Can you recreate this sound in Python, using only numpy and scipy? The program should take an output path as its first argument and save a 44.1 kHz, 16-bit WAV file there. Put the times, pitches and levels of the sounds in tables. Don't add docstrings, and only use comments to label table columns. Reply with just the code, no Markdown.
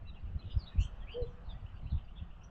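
import sys
import numpy as np
from scipy import signal
from scipy.fft import rfft, irfft
from scipy.io import wavfile
from scipy.ndimage import uniform_filter1d

SR = 44100
rng = np.random.default_rng(int(sys.argv[2]) if len(sys.argv) > 2 else 0)


def pcm_store(signal):
    levels = np.round(np.clip(np.atleast_2d(signal), -1, 1) * 32767)
    wavfile.write(sys.argv[1], SR, levels.astype(np.int16).T)


N = 110250
TIME_S = np.arange(N) / SR


def amp(db):
    return 10 ** (np.asarray(db) / 20)


def unit_rms(x):
    return x / np.sqrt(np.mean(x ** 2) + 1e-20)


def add(mix, start_s, sound):
    at = round(start_s * SR)
    sound = sound[max(-at, 0):]
    part = mix[max(at, 0):][:len(sound)]
    part += sound[:len(part)]


def rolloff(ratio, order):
    return 1 / (1 + ratio ** order)


def noise(gain_at, size):
    hz = np.fft.rfftfreq(size, 1 / SR) + 1
    return unit_rms(irfft(rfft(rng.standard_normal(size)) * gain_at(hz), size))


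def drifting_noise(spectrum, drift_db):
    hz, _, bins = signal.stft(rng.standard_normal(N), SR, nperseg=2048, noverlap=1536)
    drift = uniform_filter1d(rng.standard_normal(bins.shape), size=12, axis=0)
    drift = unit_rms(uniform_filter1d(drift, size=6, axis=1))
    freq_hz, gain_db = np.transpose(spectrum)
    shape_db = np.interp(np.log(hz + 1), np.log(freq_hz), gain_db)
    bins = bins * amp(shape_db[:, None] + drift_db * drift)
    return unit_rms(signal.istft(bins, SR, nperseg=2048, noverlap=1536)[1][:N])


def echoes(sound, t60_s):
    t = np.arange(SR) / SR
    tail = (rng.standard_normal(SR) * np.exp(-np.log(1000) * t / t60_s))[:int(t60_s * SR)]
    return signal.fftconvolve(sound, tail / np.linalg.norm(tail))[:N]


def swell(peak_s, half_width_s):
    return np.exp(-((TIME_S - peak_s) / half_width_s) ** 2)


def pitch_curve(length_s, first_hz, middle_hz, last_hz):
    parabola = np.polyfit([0, .5, 1], [first_hz, middle_hz, last_hz], 2)
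    return np.polyval(parabola, np.linspace(0, 1, int(length_s * SR)))


# freq_hz, gain_db
HUSH_SPECTRUM = [(100, -3.5), (350, -1), (750, 5), (1000, 1.5), (1300, 2), (1700, -4), (2150, -9),
                 (2800, -6.5), (3400, -13), (4200, -21.5), (5200, -26), (7700, -32), (8400, -22.5),
                 (15000, -20.5), (20000, -36)]
# time_s, gain_db
HUSH_ENVELOPE = [(0, -3.5), (.7, 1.5), (1.5, 0), (2.5, -2.5)]


def hush(level_db=-64):
    gain_db = np.interp(TIME_S, *np.transpose(HUSH_ENVELOPE))
    return amp(level_db + gain_db) * drifting_noise(HUSH_SPECTRUM, drift_db=2)


def breeze(level_db=-59, edge_hz=310):
    air = noise(lambda hz: rolloff(hz / edge_hz, 2) * rolloff(hz / (4 * edge_hz), 4), N)
    return amp(level_db) * swell(peak_s=0.5, half_width_s=0.2) * air


# freq_hz, gain_db
RUMBLE_SPECTRUM = [(15, 0.5), (35, 3.5), (60, 0), (120, -12), (180, -11.5), (260, -25.5), (400, -32),
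                   (900, -69)]


def rumble(level_db=-48.5):
    return amp(level_db) * drifting_noise(RUMBLE_SPECTRUM, drift_db=1)


# peak_s, width_s, level_db, upper_edge_hz
WIND_PUFFS = [(0.025, 0.016, -44, 110), (0.244, 0.029, -41.5, 75), (0.304, 0.061, -41.5, 75),
              (0.36, 0.029, -34, 105), (0.467, 0.029, -40, 110), (0.569, 0.028, -26.5, 78.7),
              (.755, 0.017, -40, 150), (0.801, 0.03, -23.5, 75.8), (0.851, 0.016, -36, 83.6),
              (0.939, 0.017, -43, 70), (1.034, 0.052, -40.5, 60), (1.224, 0.017, -31.5, 62.5),
              (1.283, 0.026, -42.5, 110), (1.494, 0.02, -39.5, 50), (1.558, 0.036, -41.5, 65),
              (1.649, 0.039, -42, 85), (1.748, 0.027, -44.5, 90), (1.857, 0.044, -39.5, 135),
              (1.933, 0.013, -27.5, 116.5), (1.957, 0.035, -30.5, 86), (2.226, 0.02, -37.5, 104)]


def wind_puffs(low_edge_hz=31.5, fine_edge_hz=250, fine_db=-22.5):
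    out = np.zeros(N)
    t = np.arange(SR // 2) / SR - 0.25
    for peak_s, width_s, level_db, upper_edge_hz in WIND_PUFFS:
        eddies = noise(lambda hz: rolloff(low_edge_hz / hz, 3) * rolloff(hz / upper_edge_hz, 4.13), len(t))
        fine_eddies = amp(fine_db) * noise(lambda hz: rolloff(hz / fine_edge_hz, 6), len(t))
        puff = (eddies + fine_eddies) * np.exp(-2 * (t / width_s) ** 2)
        puff *= np.sqrt(width_s * SR / np.sum(puff ** 2))
        add(out, peak_s + t[0], amp(level_db) * puff)
    return out


def hoarse_call(level_db=-65, centre_hz=800, half_band_hz=170):
    band = noise(lambda hz: rolloff((hz - centre_hz) / half_band_hz, 4), N)
    return amp(level_db) * swell(peak_s=1.492, half_width_s=0.04) * band


def chirp(pitch_hz, level_db, blur, peak_delay=0.4, flutter_hz=230, rate_hz=260):
    progress = np.linspace(0, 1, len(pitch_hz))
    envelope = abs(np.sin(np.pi * progress ** (1 + peak_delay))) ** 0.43
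    flutter = noise(lambda hz: rolloff(rate_hz / 2 / hz, 2) * rolloff(hz / rate_hz, 4), SR // 4)
    pitch_hz = pitch_hz + flutter_hz * blur * flutter[:len(pitch_hz)]
    tone = np.sqrt(2) * envelope * np.sin(2 * np.pi * np.cumsum(pitch_hz) / SR)
    heard = echoes(tone, t60_s=0.13)
    heard *= np.sqrt(blur) * np.linalg.norm(tone) / np.linalg.norm(heard)
    add(heard, 0, np.sqrt(1 - blur) * tone)
    return amp(level_db) * heard * np.linalg.norm(tone) / np.linalg.norm(heard)


# start_s, length_s, first_hz, middle_hz, last_hz, level_db, blur
BIRD_NOTES = [ (0.05, 0.055, 2590, 2730, 2550, -65.5, 0.42), (0.07, 0.038, 3810, 3948, 3580, -59.5, 0.08),
              (.135, 0.024, 3020, 3175, 3570, -68.5, 0.74), (0.155, 0.027, 2880, 2770, 2614, -62.5, 0.57),
              (0.387, 0.026, 4020, 4094, 3910, -61.5, 0.21), (0.398, 0.051, 2507, 2560, 2560, -70.5, .1),
              (.24, 0.044, 2930, 2730, 2540, -71, .9), (0.411, 0.018, 2890, 3030, 3380, -64, 0.67),
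              (0.502, .042, 5020, 4935, 4880, -70, 0.3), (.572, 0.035, 5100, 5220, 5130, -68.5, 0),
              (0.588, .045, 4926, 4620, 4030, -58.5, 0.38), (.622, .024, 4217, 4200, 4680, -60, .3),
              (0.658, 0.037, 3310, 3840, 3560, -54.5, 0.34), (0.681, 0.088, 2543, 2520, 2370, -70.5, 0.2),
              (0.713, 0.032, 1780, 1812, 1820, -66, 0.2), (0.801, 0.029, 4280, 4290, 4290, -65.5, 0.3),
              (0.832, 0.034, 7600, 7790, 7920, -70.5, 0.2), (0.821, 0.041, 6150, 6230, 6100, -66, 0.1),
              (1, 0.044, 3590, 3270, 3130, -66, 0.32), (1.01, 0.045, 1776, 1890, 2020, -67.5, 0.25),
              (1.111, 0.04, 4640, 4726, 4580, -67, 0.13), (1.216, 0.028, 4290, 4040, 4140, -61.5, 0.19),
              (1.258, 0.026, 3440, 3370, 3250, -67.5, 0.53), (1.240, .11, 7800, 6250, 4960, -87.5, 0.84),
              (1.439, 0.067, 4350, 4060, 3700, -75, 0.8), (1.489, 0.042, 3760, 3560, 3350, -57.5, 0.23),
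              (1.498, 0.047, 4800, 4750, 4500, -76.5, 0.21), (1.537, 0.04, 1840, 1937, 1900, -69, 0.18),
              (1.602, 0.018, 4600, 4580, 4400, -83, 0.3), (1.737, 0.054, 4720, 4590, 4680, -81.5, 0.3),
              (1.823, 0.061, 4160, 4080, 4050, -78, 0.7), (1.897, 0.032, 4280, 3916, 3560, -63, 0.64),
              (1.933, .06, 3470, 3537, 3350, -70, 0.83), (2.044, 0.021, 4720, 4760, 4370, -78.5, 0.2),
              (2.155, 0.042, 3270, 3408, 3280, -60.5, 0.5), (0.193, 0.015, 4030, 4400, 4730, -80, 0.6),
              (2.406, .038, 4100, 5600, 3900, -85.5, .2)]
# start_s, length_s, first_hz, middle_hz, last_hz, level_db, blur
BIRD_WHISTLES = [(0.769, .088, 2272, 2883, 3176, -53, 0.61), (1.069, 0.093, 2240, 2913, 3100, -53, 0.41)]
# start_s, length_s, centre_hz, swing_hz, rate_hz, level_db, blur
BIRD_WARBLES = [(0.427, 0.1, 3290, 495, 60, -67.5, 0.6), (0.495, 0.037, 3264, 400, 140, -56, 0.5),
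                (0.794, 0.044, 6430, 738, 61, -60, 0.6), (2.434, 0.019, 5870, 152, 104, -64, 0.11)]
# start_s, level_db
FAR_CALLS = [(1.654, -64.5), (1.757, -66), (1.860, -64), (1.974, -65.5), (2.075, -66.5), (2.187, -64.5),
             (2.301, -69.5), (2.408, -68)]


def songbirds(echo_db=-14, leaf_cutoff_hz=4760):
    songs = np.zeros(N)
    for start_s, *curve, level_db, blur in BIRD_NOTES:
        add(songs, start_s, chirp(pitch_curve(*curve), level_db, blur))
    for start_s, *curve, level_db, blur in BIRD_WHISTLES:
        add(songs, start_s, chirp(pitch_curve(*curve), level_db, blur, peak_delay=0.27))
    for start_s, length_s, centre_hz, swing_hz, rate_hz, level_db, blur in BIRD_WARBLES:
        t = np.arange(0, length_s, 1 / SR)
        pitch_hz = centre_hz + swing_hz * np.cos(2 * np.pi * rate_hz * t)
        add(songs, start_s, chirp(pitch_hz, level_db, blur))
    rise_hz = np.linspace(2488, 3096, int(0.022 * SR))
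    held_hz = np.full(len(rise_hz) // 2, 3020)
    for start_s, level_db in FAR_CALLS:
        add(songs, start_s, chirp(rise_hz, level_db, blur=0.42))
        add(songs, start_s + 0.03, chirp(held_hz, level_db - 3.5, blur=0.42))
    leaves = signal.butter(4, leaf_cutoff_hz, fs=SR, output="sos")
    return songs + amp(echo_db) * signal.sosfilt(leaves, echoes(songs, t60_s=0.53))


def hoot(start_s=1.138, length_s=0.12, level_db=-38):
    buzz_hz, buzz_depth = 165.8, 0.08
    rasp_hz, rasp_half_band_hz, rasp_db = 501, 236, -14.5
    scatter_db, echo_db = -18, -17.5
    pitch_hz = pitch_curve(length_s, first_hz=439.6, middle_hz=494.1, last_hz=427)
    t = np.arange(len(pitch_hz)) / SR
    tone = np.sqrt(2) * np.sin(2 * np.pi * np.cumsum(pitch_hz) / SR)
    buzz = 1 + buzz_depth * np.sin(2 * np.pi * buzz_hz * t)
    rasp = noise(lambda hz: rolloff((hz - rasp_hz) / rasp_half_band_hz, 4), SR)[:len(t)]
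    envelope = abs(np.sin(np.pi * t / length_s)) ** 0.85
    out = np.zeros(N)
    add(out, start_s, amp(level_db) * envelope * (tone * buzz + amp(rasp_db) * rasp))
    out += amp(scatter_db) * echoes(out, t60_s=0.3)
    return out + amp(echo_db) * echoes(out, t60_s=0.85)


def scene():
    return (hush() + songbirds() + hoot() + hoarse_call() + rumble() + wind_puffs() + breeze())[None]


def record(dry):
    edge_hz, shelf_db = 8000, -20
    lowpass = signal.firwin(511, edge_hz, window=("kaiser", 9), fs=SR)
    padded = np.pad(dry, ((0, 0), (255, 255)), mode="reflect", reflect_type="odd")
    low = signal.oaconvolve(padded, lowpass[None], "valid")
    return low + amp(shelf_db) * (dry - low)


dry = scene()
out = record(dry)
pcm_store(out)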